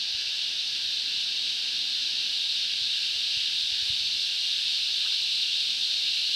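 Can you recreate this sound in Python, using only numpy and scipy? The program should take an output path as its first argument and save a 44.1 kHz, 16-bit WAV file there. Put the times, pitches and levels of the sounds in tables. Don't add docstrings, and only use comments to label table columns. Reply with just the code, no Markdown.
import sys
import numpy as np
from scipy import signal
from scipy.fft import rfft, irfft, next_fast_len
from scipy.io import wavfile
from scipy.ndimage import map_coordinates

SR = 44100
rng = np.random.default_rng(int(sys.argv[2]) if len(sys.argv) > 2 else 0)


def transcribe(signal):
    frames = np.atleast_2d(signal).T
    limited = np.clip(frames, -1, 1)
    pcm = np.round(limited * 32767).astype(np.int16)
    wavfile.write(sys.argv[1], SR, pcm)


N = 280035

# (frequency [Hz], relative level per Hz [dB])
LOW_SPECTRUM = [(1300, -58), (1950, -27.5), (2200, -14), (2550, -6), (2790, 0.5), (3030, -0.5),
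                (3280, -1.5), (3550, -14), (4200, -67)]
MAIN_SPECTRUM = [(2700, -65), (3150, -9), (3420, -3), (3660, 2.5), (3950, 0.5), (4250, 0.5), (4500, -6),
                 (4800, -30), (5600, -62)]
SHRILL_SPECTRUM = [(3800, -60), (4350, -3), (4660, 2.5), (4950, -2.5), (5260, -5.5), (5540, -6.5),
                   (6000, -12), (6600, -18.5), (7300, -39), (9000, -56)]
OVERTONE_SPECTRUM = [(5000, -45), (6800, -3), (7400, -0.5), (7900, 1.5), (8700, -5), (9400, -5),
                     (10000, -11), (10700, -9), (12500, -12), (13200, -23), (15800, -23)]
# (time [s], peak level [dB], pitch [Hz])
BUMP_EVENTS = [(.151, -48, 64.6), (0.278, -55, 70), (.867, -53, 60), (.94, -61, 65), (1.175, -53, 90),
               (2.822, -47, 78), (3.164, -53, 70), (3.374, -45, 70), (3.64, -51, 55), (3.727, -47, 60),
               (3.83, -47, 65), (3.904, -38, 78), (3.935, -50, 70), (4.012, -50, 55), (4.063, -50, 62),
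               (4.163, -53, 80)]
# (time [s], level [dB], half length [s])
SCRAPE_CATCHES = [(5.047, -52, .006), (5.067, -46.5, .009), (5.126, -53, .005)]
# (frequency [Hz], relative level per Hz [dB])
SCRAPE_SPECTRUM = [(600, -27), (1000, -12), (1200, -9), (1340, -2), (1430, -10), (1530, 2), (1750, -18),
                   (2400, -33)]
GRIP_SPECTRUM = [(20, -8), (40, 0), (80, 1), (160, -20), (400, -50)]
# (frequency [Hz], relative level per Hz [dB])
HUM_SPECTRUM = [(1100, -45), (1300, -18.5), (1420, -3.5), (1520, -3.5), (1650, 5), (1720, 0.5),
                (1810, -3.5), (2000, -3), (2600, -31)]
AIR_SPECTRUM = [(150, -25), (350, -3.5), (520, -3), (750, 0.5), (1100, -3.5), (1500, -1.5), (4000, -11.5),
                (15000, -33)]
RUMBLE_SPECTRUM = [(20, -24), (45, -1.5), (100, -3.5), (180, 0), (290, -3), (450, -7), (800, -30),
                   (2000, -60)]
GUST_SPECTRUM = [(110, -27), (200, -4.5), (280, -1.5), (400, -9), (600, -12), (1200, -18), (2500, -47)]

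SWELL_S = 5.16
LOW_DB, LOW_SWELL_DB = -37.5, 3.6
MAIN_DB, MAIN_SWELL_DB = -32, 5
SHRILL_DB, SHRILL_SWELL_DB = -36, 2
OVERTONE_DB, OVERTONE_SWELL_DB = -55.5, 7.0
THROB_S, THROB_CREST_S, THROB_DB = 0.52, 4.23, 0.2
GRIP_DB, GRIP_UNEVEN_DB = -75, 1
HUM_DB, HUM_FADE_DB_PER_S = -53.5, 0.27
AIR_DB, RUMBLE_DB = -59, -64
GUST_S, GUST_HALF_S, GUST_DB = 1.64, 0.9, -64


def cicadas():
    t = np.arange(N) / SR
    swell = 1 - np.exp(-t / SWELL_S)
    throb = np.cos(2 * np.pi * (t - THROB_CREST_S) / THROB_S)

    low_db = LOW_DB + LOW_SWELL_DB * swell + 0.4 * wobble(14)
    main_db = MAIN_DB + MAIN_SWELL_DB * swell + 0.5 * wobble(20)
    shrill_db = SHRILL_DB + SHRILL_SWELL_DB * swell + THROB_DB * throb + 0.34 * wobble(14)
    overtone_db = OVERTONE_DB + OVERTONE_SWELL_DB * swell + 0.25 * wobble(12)

    low = amp(low_db) * swarm(LOW_SPECTRUM, click_hz=230.0, scatter=0.12, forest_t60=0.46, count=8)
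    main = amp(main_db) * swarm(MAIN_SPECTRUM, click_hz=310.3, scatter=0.08, forest_t60=0.42, count=8)
    shrill = amp(shrill_db) * swarm(SHRILL_SPECTRUM, click_hz=401.0, scatter=0.1, forest_t60=0.44, count=8)
    sizzle = amp(overtone_db) * swarm(OVERTONE_SPECTRUM, click_hz=308.5, scatter=0.1,
                                      forest_t60=0.33, count=8)
    return low + main + shrill + sizzle


def swarm(spectrum, click_hz, scatter, forest_t60, count):
    echo_t = np.arange(SR // 2) / SR
    voices = np.zeros(N)
    for pace, start in rng.standard_normal((count, 2)):
        clicks = timbal(click_hz * np.exp(0.2 * pace), scatter, drift=0.06)
        pulses = (clicks - clicks.mean())[None]
        echoes = rng.standard_normal((2, len(echo_t))) * amp(-60 * echo_t / forest_t60)
        one, other = signal.fftconvolve(pulses, echoes, axes=1)[:, SR:SR + N]
        shift = np.pi * (start + np.arange(N) / SR)
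        voice = unit(one * np.cos(shift) + other * np.sin(shift))
        voices += amp(0.92 * wobble(7.7)) * voice
    return coloured(voices, spectrum)


def timbal(click_hz, scatter, drift):
    span = N + SR
    beats = np.arange(int(2 * click_hz * span / SR))
    pace = np.interp(beats, np.linspace(0, len(beats), 60), rng.standard_normal(60))
    jitter = scatter * rng.standard_normal(len(beats))
    gaps_s = np.exp(drift * pace + jitter) / click_hz
    at = (np.cumsum(gaps_s) * SR).astype(int)
    return np.bincount(at[at < span], minlength=span)


def bumps():
    t, out = np.arange(N) / SR, np.zeros(N)
    for time_s, peak_db, hz in BUMP_EVENTS:
        phase = 2 * np.pi * hz * (t - time_s)
        near = np.abs(phase) < 2 * np.pi
        push = phase[near] * np.exp((1 - phase[near] ** 2) / 2)
        out[near] += amp(peak_db) * push
    return out


def scrape():
    t = np.arange(N) / SR
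    stroke = np.zeros(N)
    for time_s, level_db, half_s in SCRAPE_CATCHES:
        stroke += amp(level_db) * np.exp(-0.5 * ((t - time_s) / half_s) ** 2)
    return stroke * coloured(rng.standard_normal(N), SCRAPE_SPECTRUM)


def grip():
    level_db = GRIP_DB + GRIP_UNEVEN_DB * wobble(12)
    return amp(level_db) * coloured(rng.standard_normal(N), GRIP_SPECTRUM)


def forest():
    t = np.arange(N) / SR
    hum_db = HUM_DB - HUM_FADE_DB_PER_S * t + 1.15 * wobble(7.4)
    air_db = AIR_DB + 0.36 * wobble(11.0)
    rumble_db = RUMBLE_DB + 1.15 * wobble(8)
    gust_db = GUST_DB + 1.7 * wobble(7.9)
    rise_and_fall = np.exp(-0.5 * ((t - GUST_S) / GUST_HALF_S) ** 2)

    hum = amp(hum_db) * coloured(rng.standard_normal(N), HUM_SPECTRUM)
    air = amp(air_db) * coloured(rng.standard_normal(N), AIR_SPECTRUM)
    rumble = amp(rumble_db) * coloured(rng.standard_normal(N), RUMBLE_SPECTRUM)
    gust = rise_and_fall * amp(gust_db) * coloured(rng.standard_normal(N), GUST_SPECTRUM)
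    return hum + air + rumble + gust


def coloured(x, points):
    size = next_fast_len(N + 8192)
    hz, db = np.transpose(points)
    log_hz = np.log(np.fft.rfftfreq(size, 1 / SR) + 1)
    gain = amp(np.interp(log_hz, np.log(hz), db))
    return unit(irfft(rfft(x, size) * gain, size)[:N])


def wobble(rate):
    knots = rng.standard_normal(int(N * rate / SR) + 4)
    return map_coordinates(knots, [np.arange(N) * rate / SR])


def amp(db):
    return 10 ** (np.asarray(db) / 20)


def unit(x):
    return x / np.sqrt(np.mean(x ** 2) + 1e-20)


def scene():
    return (cicadas() + bumps() + scrape() + grip() + forest())[None]


def record(dry):
    bass_cut_hz, top_hz = 36, 15800
    size = next_fast_len(N + 8192)
    hz = np.fft.rfftfreq(size, 1 / SR)
    bass = 1 - 1 / (1 + (hz / bass_cut_hz) ** 4)
    return irfft(rfft(dry, size) * bass * (hz < top_hz), size)[:, :N]


dry = scene()
out = record(dry)
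transcribe(out)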